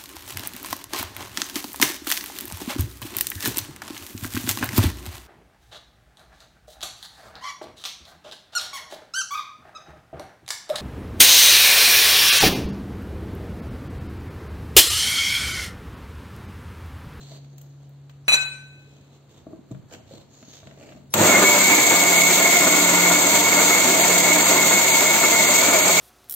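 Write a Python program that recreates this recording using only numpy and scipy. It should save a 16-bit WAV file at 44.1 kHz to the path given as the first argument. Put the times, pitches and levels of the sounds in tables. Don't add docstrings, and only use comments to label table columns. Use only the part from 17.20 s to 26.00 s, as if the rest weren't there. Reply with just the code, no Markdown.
import sys
import numpy as np
from scipy import signal
from scipy.fft import rfft, irfft, next_fast_len
from scipy.io import wavfile
from scipy.ndimage import uniform_filter1d

SR = 44100
rng = np.random.default_rng(int(sys.argv[2]) if len(sys.argv) > 2 else 0)


def wrap_up_sound(samples):
    columns = np.atleast_2d(samples).T
    tamed = np.clip(columns, -1, 1)
    steps = np.round(tamed * 32767).astype(np.int16)
    wavfile.write(sys.argv[1], SR, steps)


def rack_gain(trim_db):
    fader = np.asarray(trim_db, float)
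    return 10 ** (fader / 20)


N = 388080
TIME = np.arange(N) / SR
MAINS = 2 * np.pi * 100 * TIME


def shape(x, table):
    hz, db = np.transpose(table)
    size = next_fast_len(N + 8192)
    f = np.arange(size // 2 + 1) * SR / size + 1
    gain = rack_gain(np.interp(np.log(f), np.log(hz), db))
    return irfft(rfft(x, size) * gain, size)[..., :N]


def unit(x):
    return x / np.sqrt(np.mean(x ** 2))


# (frequency [Hz], coherence [0-1])
ALIKENESS = [(60, 0.93), (130, 0.97), (290, 0.95), (640, 0.8), (1410, 0.58), (3100, 0.52), (6820, 0.3),
             (15000, 0.12)]


def wide_noise():
    mid, side = rng.standard_normal((2, N))
    alike = [(hz, np.clip(c, 0, .99)) for hz, c in ALIKENESS]
    mid = shape(mid, [(hz, 10 * np.log10(1 + c)) for hz, c in alike])
    side = shape(side, [(hz, 10 * np.log10(1 - c)) for hz, c in alike])
    return np.array([mid + side, mid - side]) / 2


def curves(table):
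    s, *columns = np.transpose(table)
    return [np.interp(TIME, s, c, left=-120, right=c[-1]) for c in columns]


def walk(rate):
    hold = int(SR / rate)
    steps = np.repeat(rng.standard_normal(N // hold + 1), hold)
    return unit(uniform_filter1d(uniform_filter1d(steps, hold), hold)[:N])


def ring(x, hz, t60):
    r, w = np.exp(-np.log(1000) / (t60 * SR)), 2 * np.pi * hz / SR
    return signal.lfilter([0, r * np.sin(w)], [1, -2 * r * np.cos(w), r * r], x)


def burst(s, db, decay_s):
    return rack_gain(db) * (TIME >= s) * np.exp(-np.clip(TIME - s, 0, 1) / decay_s)


def swell(s, db, rise_s, fall_s, order=1):
    span = np.where(TIME < s, max(rise_s, .002), max(fall_s, .002))
    return rack_gain(db) * np.exp(-(np.abs(TIME - s) / span) ** order)


def strand(hz, width_hz, alike):
    drive = rng.standard_normal((3, N)) + 1j * rng.standard_normal((3, N))
    poles = [np.exp(-1.5 * np.pi * width_hz / SR)] * 2
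    slow = signal.lfilter([1], np.poly(poles), drive[:2] + alike * drive[2])
    carrier = np.exp(2j * np.pi * np.cumsum(np.clip(hz, 100, 5000)) / SR)
    return unit((slow * carrier).real)


# (time [s], level [dB])
FRIDGE_LEVEL = [(0, -37.5), (1.45, -40.5), (2.25, -51), (3.1, -52.5), (3.9, -44.5), (8.8, -43)]
# (frequency [Hz], level [dB])
FRIDGE_TONES = [(70.0, -56.5), (140.0, -47.5), (279.9, -71.5)]
# (frequency [Hz], level [dB])
AIR_COLOUR = [(15, -55.5), (25, -19.5), (87, -0.5), (113, 2.5), (140, -10), (167, -30), (194, -10.5),
              (276, -10), (1360, -26), (4600, -36.5), (5980, -80), (10100, -120)]


def kitchen():
    top = max(db for _, db in FRIDGE_TONES)
    hum = sum(rack_gain(db - top + 0.63 * walk(1.2)) * np.sin(2 * np.pi * hz * TIME) for hz, db in FRIDGE_TONES)
    rumble = unit(shape(wide_noise(), AIR_COLOUR)) * rack_gain(-57 + 0.9 * walk(0.62))
    hiss = unit(shape(wide_noise(), [(1500, -24), (4000, 2), (8000, -12.0), (16000, -14.5)])) * rack_gain(-73)
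    return hum * rack_gain(curves(FRIDGE_LEVEL)[0] - 4.5) + rumble + hiss


# (frequency [Hz], level [dB])
SKIN_COLOUR = [(1200, -7.5), (2500, -7), (4000, 2), (5400, 9), (7000, -0.5), (12000, -9), (16000, -11)]
# (time [s], half length [s], bright level [dB], dull level [dB], squeak pitch [Hz])
RUBS = [(0.03, 0.064, -58.5, -63, 4300), (0.126, 0.052, -54.5, -57, 4620), (0.382, 0.21, -76, -66, 6800),
        (0.628, 0.049, -79, -70, 3500), (0.906, 0.013, -71, -72.5, 3000), (1.55, 0.31, -78, -73, 3770),
        (1.797, 0.19, -75.5, -71, 4016), (1.942, 0.029, -69, -76, 4270), (2.149, 0.07, -66, -63.5, 3800),
        (2.305, 0.06, -84.5, -54, 1510), (2.517, 0.0095, -65, -43, 4000), (2.714, 0.025, -61, -59, 1700),
        (2.74, 0.02, -50, -52, 3100), (2.786, 0.032, -77, -59, 3100), (2.949, 0.074, -59, -52.5, 4350),
        (3.167, 0.063, -61.5, -64, 7140), (3.305, 0.087, -58, -76, 6740), (3.36, 0.074, -63, -76, 3930),
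        (3.483, 0.055, -65, -55, 4000), (3.655, 0.11, -62, -54, 2400), (3.934, 0.018, -60, -55, 4000)]


def rubbing():
    out = np.zeros((2, N))
    strokes = [swell(s, db, 0.87 * half, half, order=3) for s, half, db, *_ in RUBS]
    bright = rack_gain(-78.5) + sum(strokes)
    dull = rack_gain(-75.0) + sum(swell(s, db, 0.78 * 0.87 * half, half, order=2) for s, half, _, db, _ in RUBS)
    rumble = rack_gain(np.where(TIME < 1.4, -72.5, -61.5) + 3.6 * walk(7.8))
    rumble = rumble + swell(LID_KNOCKS[4][0], -51, .015, 0.078)
    grain = wide_noise() * rack_gain(2.5 * walk(350)) * (TIME < SWITCH_SNAP[0][0])
    out += unit(shape(grain, SKIN_COLOUR)) * bright
    half_n = N // 2
    for stroke, (*_, hz) in zip(strokes, RUBS):
        out[:, :half_n] += rack_gain(-1.5) * unit(ring(grain[:, :half_n], hz, 0.0043)) * stroke[:half_n]
    cloth = shape(grain, [(150, 10.0), (350, 8.0), (700, 2.5), (1500, -25.0), (3000, -52)])
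    grip = shape(grain, [(25, -41), (55, -4.0), (90, 7), (130, -17.0), (300, -50)])
    return out + unit(cloth) * dull * rack_gain(-0.5) + unit(grip) * rumble * rack_gain(3.0)


# (time [s], level [dB], pitch [Hz], lid ring level [dB])
LID_KNOCKS = [(0.119, -41, 145, 4.5), (2.267, -31, 301, 3), (2.332, -30, 330, -2), (2.389, -37, 252, -19),
              (2.51, -29.5, 303, -8), (2.516, -19.5, 125, -26), (2.535, -37, 171, -14),
              (2.549, -31, 150, -7), (2.57, -41, 160, -12), (2.591, -34, 129, -23), (2.715, -41, 500, -5),
              (2.74, -42, 500, 9), (2.8, -40, 124, -2), (2.91, -37.5, 550, -3), (2.935, -38, 228, -10),
              (3.226, -40.5, 250, 2), (3.28, -41, 280, -8), (3.429, -33, 102, -5), (3.473, -37.5, 204, 3),
              (3.52, -44, 217, 7), (3.575, -42, 144, 2), (3.689, -43, 222, -11), (3.755, -37, 260, -20),
              (3.772, -41.5, 137, 4), (3.801, -46, 250, -20), (3.84, -43, 242, -20), (3.885, -47, 250, -20)]


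def knocks():
    out, t = np.zeros((2, N)), TIME[:SR // 4]
    for s, db, hz, bright_db in LID_KNOCKS:
        push = np.sin(2 * np.pi * hz * t) * (t < .5 / hz) * 4 * hz / SR
        thud = ring(push, hz, 0.052)
        edge = np.exp(-t / 0.0003) * (1 + .5 * rng.standard_normal((2, len(t))))
        lid = 0.052 * ring(edge, 643, 0.053) + 0.016 * ring(edge, 1130, 0.028)
        at = int(s * SR)
        out[:, at:at + len(t)] += rack_gain(db) * (thud + rack_gain(bright_db) * lid)
    return out


# (time [s], level [dB], centre [Hz], top treble level [dB])
SMALL_TICKS = [(0.245, -42, 4100, -69), (0.381, -37, 6700, -48), (0.414, -40, 7800, -46),
               (0.6922, -60.5, 3530, -57), (0.8958, -34.5, 3150, -64), (0.9094, -62, 3250, -68),
               (2.5132, -41.5, 6620, -71), (2.548, -33, 1200, -76), (2.7102, -36, 2890, -72),
               (2.737, -32, 3000, -68), (2.748, -34, 3100, -68), (2.915, -42, 4400, -84),
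               (2.9023, -46, 4450, -76.5), (2.935, -40, 4450, -74), (3.228, -36, 2600, -70),
               (3.431, -40, 2000, -76), (3.471, -31, 3000, -74), (3.511, -30, 1200, -76),
               (3.6017, -48, 2230, -78), (3.635, -37, 2500, -75), (3.5767, -40, 2720, -76),
               (3.69, -32, 2290, -74), (3.722, -30, 1500, -76), (3.7724, -41, 3960, -72)]


def ticks():
    out, t = np.zeros((2, N)), TIME[:SR // 4]
    for s, db, hz, top_db in SMALL_TICKS:
        click = np.exp(-t / 0.0053) * rng.standard_normal((2, len(t)))
        at = int(s * SR)
        out[:, at:at + len(t)] += rack_gain(db - 12.5) * ring(click, hz, 0.00067)
        out[:, at:at + len(t)] += rack_gain(top_db + 2) * ring(click, 14000, 0.00065)
    return out


def knob_creak():
    slips = np.zeros(N)
    at = np.arange(3.6, 3.74, 1 / 78)
    uneven = at + .0015 * rng.standard_normal(len(at))
    slips[(uneven * SR).astype(int)] = rack_gain(-52 + 2.8 * rng.standard_normal(len(at)))
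    low = 2.0 * ring(slips, 620, 0.036) + 2.0 * ring(slips, 2800, 0.0054)
    return low + .6 * ring(slips, 4200, .003) + .4 * ring(slips, 6800, .002)


def hands():
    out = rubbing() + knocks() + ticks() + knob_creak()
    out[0] = np.roll(out[0], 3)
    return out


BOWL_PITCHES = [1265, 1523, 2417, 2546, 2945, 3984, 4377, 5050, 5965, 6503, 7025, 7273, 7752, 8339, 11750,
                12270, 13030, 14040, 14700]
# (landing level [dB], rocking level [dB], decay t60 [s], split of the pair [Hz], partner's t60 [s])
BOWL_MODES = [(-22.5, -50, 0.16, 4, .16), (-25, -70.5, 0.12, 4.1, 0.091), (-27, -45, 0.77, 13, .3),
              (-18, -25.5, 0.95, 26, 0.56), (-32.5, -42, 0.059, 50, .08), (-22.5, -20, 0.3, 16.4, 0.93),
              (-47, -35, .05, 20, .05), (-38, -30, 0.06, 24, 0.34), (-31.5, -26.5, 0.57, 35, 0.37),
              (-50, -49.5, 0.05, 20, .05), (-43, -36, 0.15, 39, 0.19), (-42, -42, 0.45, 12.5, .2),
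              (-47, -56, .1, 30.3, .1), (-22.5, -27, 0.12, 15, 0.49), (-67, -70.5, .2, 30, .2),
              (-45, -48, .2, 90, .1), (-38, -45, .2, 120, .1), (-41.5, -47.5, .16, 150, .1),
              (-49, -55, .05, 200, .06)]
# (time [s], level [dB])
RIM_ROCKS = [
    (1.12, 3),
    (1.132, -7),
    (1.143, 4),
    (1.188, -52),
    (1.225, -16),
]
# (time [s], level [dB])
RING_FREEDOM = [(1.08, 7), (1.11, -1), (1.145, 6.5), (1.156, 2.5), (1.166, -14), (1.225, -6), (1.243, -27),
                (1.265, -16), (1.3, -17), (2.0, -9)]


def bowl():
    lands_s, span = 1.081, 2 * SR
    rings, land, rock = np.zeros(N), np.zeros(span), np.zeros(span)
    land[int(lands_s * SR)] = 1
    for s, db in RIM_ROCKS:
        rock[int(s * SR)] = rack_gain(db)
    freedom_db = np.clip(curves(RING_FREEDOM)[0][:span], -30, 12)
    rocking = np.clip((TIME[:span] - 1.16) / 0.041, 0, 1)
    for hz, (land_db, rock_db, t60, split_hz, partner_t60) in zip(BOWL_PITCHES, BOWL_MODES):
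        push = rack_gain(land_db) * land + rack_gain(rock_db) * rock
        pair = ring(push, hz, t60) - 0.52 * ring(push, hz - split_hz, partner_t60)
        pair *= rack_gain((freedom_db + 7.5) * min(1, (hz / 2400) ** 2) - 6.5)
        rings[:span] += pair * rack_gain(walk(34.9)[:span] * rocking)
    tip = 1. * (np.arange(N) == int(RIM_ROCKS[0][0] * SR))
    deep_hz, deep_t60 = 1526, .78
    rings += rack_gain(-26.5) * (ring(tip, deep_hz, deep_t60) - .8 * ring(tip, deep_hz - 4.5, deep_t60))
    crack = burst(lands_s, -20, 0.004) + sum(burst(s, db - 33, 0.006) for s, db in RIM_ROCKS)
    crack = crack + burst(1.085, -33, .09) + swell(1.14, -36, .02, .02)
    stone = [(200, -17), (600, 4.0), (2000, 5.5), (5000, -1.5), (8000, -10), (8800, -48.5)]
    stone += [(11400, -46.5), (12000, -19.5), (14400, -19), (14900, -31)]
    scrape = unit(shape(wide_noise(), stone)) * crack
    return np.array([np.roll(rings, 8) * rack_gain(2.0), rings * rack_gain(-2.0)]) + scrape


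# (time [s], level [dB])
SWITCH_SNAP = [
    (3.939, -3),
]


def switch_snap():
    envelopes = [burst(s, db - 6, 0.0049) + burst(s, db - 20.5, 0.027) for s, db in SWITCH_SNAP]
    return sum(envelope * rng.standard_normal((2, N)) for envelope in envelopes)


# (frequency [Hz], level [dB])
BRUSH_COLOUR = [(1200, -33), (2400, -7.5), (3200, -4), (4300, -1.5), (6500, 1), (7500, -0.5), (12000, -4),
                (16000, -7.5)]


def brush_hiss(turn, since):
    gate = 1 + .09 * np.cos(turn) + .04 * np.cos(MAINS)
    sparks = wide_noise() * gate * rack_gain(0.36 * walk(18) + 1.15 * walk(150))
    return unit(shape(sparks, BRUSH_COLOUR)) * (1 - np.exp(-since / 0.053)) * rack_gain(-16.5)


# (time [s], churn level [dB], housing shudder level [dB])
BITES = [
    (4.012, -19, -13),
    (4.07, -41, -30),
    (4.125, -25, -36),
    (4.185, -22.5, -30),
]


def housing_shudder(lumps, on):
    body = unit(ring(lumps, 223.0, 0.19)) + 0.36 * unit(ring(lumps, 353, 0.05))
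    body = body + 0.52 * unit(ring(lumps, 652, 0.08)) + .4 * unit(ring(lumps, 966, .04))
    return unit(body) * on * sum(swell(s, db, 0.047, 0.015) for s, _, db in BITES)


def mains_hum(shaft_db, whirl, on):
    steady = whirl * rack_gain(-40 - 0.92 * np.clip(shaft_db + 38, 0, 20) + 2.0 * walk(2))
    inrush = on * swell(BITES[0][0], -15.5, 0.08, 0.043)
    return (steady + inrush) * np.sin(MAINS)


# (frequency [Hz], width [Hz], level [dB])
JAR_MODES = [(212, 25, -26), (304, 3.3, 6), (387, 35, 8), (464, 15, 1), (624, 80, 5.5), (727, 33, 2),
             (1058, 55, 3), (1230, 28, 5), (1460, 110, 12), (1860, 39, -5.5)]
# (frequency [Hz], level [dB])
PASTE_COLOUR = [(60, -67), (160, -21), (200, -0.5), (700, 8), (1400, 2), (1650, 5), (2600, -0.5),
                (4500, -18.5)]


def churning_paste(lumps, on):
    load = on * (rack_gain(-22.5 + 0.34 * walk(9)) + sum(swell(s, db, 0.05, 0.062) for s, db, _ in BITES))
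    jar = sum(rack_gain(db + 2.5 * walk(5)) * unit(ring(lumps, hz, 2.5 / width)) for hz, width, db in JAR_MODES)
    splash = unit(shape(lumps, PASTE_COLOUR))
    return unit(unit(jar) + rack_gain(6.0) * splash) * load


def air_pockets(since, thin):
    low_hz = 655 + (8 + 20 * thin) * walk(25) + 42.16 * (1 - thin)
    high_hz = 917 + (8 + 10 * thin) * walk(25)
    trade = walk(4.8)
    low_db = -31 + 1.2 * trade + 3.5 * (1 - thin)
    high_db = -30.5 - 1.5 * trade - 5.0 * (1 - thin)
    low = strand(low_hz, 32, 1.6) * rack_gain(low_db) * np.clip((since - .45) / .25, .3, 1)
    high = strand(high_hz, 22, 1.3) * rack_gain(high_db - 1.5)
    moan = strand(291 + 4.1 * walk(3), 8.0, 8.6) * swell(6.06, -31.0, 1.0, 0.36)
    return low + high + moan


# (time [s], frequency [Hz])
WHISTLE_PITCH = [(4.0, 2200), (4.4, 2218), (5.0, 2195), (5.6, 2182), (6.15, 2192), (6.5, 2183), (7.2, 2180),
                 (7.48, 2162), (7.65, 2216), (7.85, 2192), (8.15, 2174), (8.36, 2183), (8.47, 2254),
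                 (8.62, 2227), (8.8, 2230)]
# (time [s], level over its rest [dB])
PASTE_SLUMPS = [(4.08, -2.5), (4.16, 7), (4.28, 3.5), (4.4, 5.5), (4.541, 17), (4.76, 5.5), (4.96, 11.5),
                (5.07, 3.5), (5.26, 8.5), (5.35, 10.5), (5.55, 0.5), (5.83, 10), (6.15, 6.5), (6.3, 4.5),
                (6.55, 13), (6.8, -1.5), (7.01, 4), (7.13, 6), (7.39, 7), (7.669, 7.5), (7.8, 8),
                (8.03, 4.5), (8.21, 7), (8.38, 7), (8.55, -2.5), (8.66, 1), (8.789, 13)]


def jar_whistle(since, thin):
    slump = 3.0 + sum(swell(s, db, 0.035, 0.0699) for s, db in PASTE_SLUMPS)
    slump = np.clip((since - .06) / 0.14, 0, 1) * slump
    hz = np.interp(TIME, *np.transpose(WHISTLE_PITCH)) + 0.86 * 20 * np.log10(slump + .5)
    hz = hz - 95 * swell(4.158, 0, 0.022, 0.0291, order=2)
    hz = hz + (5 + 8 * thin) * walk(22)
    whistle = strand(hz, 30, 1.3) * rack_gain(2 * (1 - thin)) * (1 + .2 * np.cos(MAINS))
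    whistle += rack_gain(-6.5 + 1.2 * walk(14)) * strand(hz - 102, 38, 0.86)
    whistle += rack_gain(-11.5 + 1.2 * walk(11)) * strand(hz + 98, 41, 1.0)
    whistle += rack_gain(-14 + 1.9 * walk(14)) * strand(hz - 200, 34, 0.52)
    return whistle * slump * rack_gain(-36.5)


# (time [s], turns per second [Hz], level [dB])
SHAFT_SPEED = [(4.2, 198.9, -38), (4.33, 196, -40), (4.45, 192, -31), (4.62, 185.9, -61), (4.78, 178, -37),
               (5.3, 177.3, -35.5), (5.95, 177.3, -35.5), (6.1, 178.7, -41), (7.1, 177.6, -39),
               (8.8, 179.3, -41.5)]


def shaft_turning():
    hz, db = curves(SHAFT_SPEED)
    uneven_hz = np.clip(hz, 150, 250) * (1 + 0.00304 * walk(12))
    return 2 * np.pi * np.cumsum(uneven_hz) / SR, db


# (multiple of the shaft speed, level [dB])
SHAFT_OVERTONES = [(1, -0.5), (2, -8), (6, -6.5), (8, -6)]


def shaft_hum(turn, shaft_db):
    rotor = sum(rack_gain(db + 2.7 * walk(6)) * np.sin(k * turn) for k, db in SHAFT_OVERTONES)
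    beat = swell(4.33, -25, 0.081, 0.096, order=2) * (np.sin(3 * turn) + 0.81 * np.sin(5 * turn))
    return rotor * rack_gain(shaft_db + 3) + beat


# (frequency [Hz], phase [radians])
LEFT_LEAD = [(200, 0), (450, .5), (860, 1.0), (1890, .6), (2330, 1.0), (2670, -.3), (3190, 4.6),
             (5430, 14.8), (9470, 9), (16600, 25)]


def lead(x):
    hz, radians = np.transpose(LEFT_LEAD)
    f = np.arange(N // 2 + 1) * SR / N + 1
    turned = np.exp(1j * np.interp(np.log(f), np.log(hz), radians))
    return np.array([irfft(rfft(x[0]) * turned, N), x[1]])


def mixer():
    since = np.clip(TIME - SWITCH_SNAP[0][0], 0, None)
    on = (since > 0) * (1 - 0.69 * np.exp(-since / 0.065))
    whirl = np.clip((since - .1) / 0.34, 0, 1)
    thin = 1 / (1 + np.exp((5.6 - TIME) / .3))
    turn, shaft_db = shaft_turning()
    lumps = wide_noise() * rack_gain(1.73 * walk(60))
    steady = churning_paste(lumps, on) + air_pockets(since, thin) * whirl
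    steady = steady + jar_whistle(since, thin) + brush_hiss(turn, since)
    hum = shaft_hum(turn, shaft_db) + mains_hum(shaft_db, whirl, on)
    return lead(steady) * (since > 0) + hum + housing_shudder(lumps, on) + switch_snap()


def room(x, db):
    t = TIME[:SR]
    tail = rng.standard_normal((2, SR)) * np.exp(-np.log(1000) * t / 0.62) * (t > .005)
    dull = signal.lfilter([.45], [1, -.55], tail)
    tail = dull + (tail - dull) * np.exp(-t / 0.048)
    wet = signal.fftconvolve(x[:, :4 * SR], tail * rack_gain(db) / np.sqrt(np.sum(tail[0] ** 2)), axes=1)
    return x + np.pad(wet, ((0, 0), (0, N)))[:, :N]


def scene():
    return room(bowl(), -9.5) + room(hands(), -8) + kitchen() + mixer()


# (frequency [Hz], level [dB])
SOUND_COLOUR = [(20, -28), (90, -8.5), (150, 1.5), (4600, 1), (4800, -8.5), (6050, -4.5), (6150, 2),
                (7650, 7.5), (7750, 1), (8500, 0.5), (8650, -10), (11500, -15.5), (11650, -2),
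                (15750, -0.5), (15900, -61)]
# (frequency [Hz], left minus right level [dB])
PORT_TILT = [(60, -7), (110, -0.5), (200, 2.5), (380, -1.5), (700, -1.5), (1290, 5), (2380, -1), (4400, -2),
             (8120, 0.5), (15000, 1.5)]


def phone_ports(dry):
    left, right = shape(np.tanh(1.155 * dry) / 1.194, SOUND_COLOUR)
    left = shape(left, [(hz, db / 2) for hz, db in PORT_TILT])
    right = shape(right, [(hz, -db / 2) for hz, db in PORT_TILT])
    return np.array([left, right])


# (low edge [Hz], high edge [Hz], share of empty frames [0-1], share of
THINNED_BANDS = [(4800, 5100, .2, .65), (5100, 6000, .03, .45), (8650, 8950, .3, .8),
                 (8950, 9650, .72, .85), (9650, 10300, .12, .85), (10300, 11000, .1, .85),
                 (11000, 11550, .4, .85)]


def thin_treble(x):
    f, _, z = signal.stft(x, SR, "cosine", nperseg=2048)
    frames = z.shape[2]
    lines = np.repeat(rng.random((513, frames)), 2, axis=0)[:len(f)]
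    for lo, hi, empty, lost in THINNED_BANDS:
        poor = np.repeat(rng.random(frames), rng.integers(1, 4, frames))[:frames] < empty
        inside = (f[:, None] > lo) & (f[:, None] < hi)
        gain = np.where(poor | (lines < lost), rack_gain(-60), (1 - lost) ** -.5)
        z = z * np.where(inside, gain, 1)
    return signal.istft(z, SR, "cosine", nperseg=2048)[1][:, :N]


def roll_off(x):
    return signal.sosfilt(signal.butter(12, 17030, fs=SR, output="sos"), x)


def record(dry):
    heard = thin_treble(phone_ports(dry))
    hiss_colour = [(6000, -29), (9000, 2.0), (15700, -6), (15900, -70)]
    hiss = rack_gain(-79.5) * shape(rng.standard_normal((2, N)), hiss_colour)
    return roll_off(heard + hiss)


dry = scene()
out = record(dry)
wrap_up_sound(out)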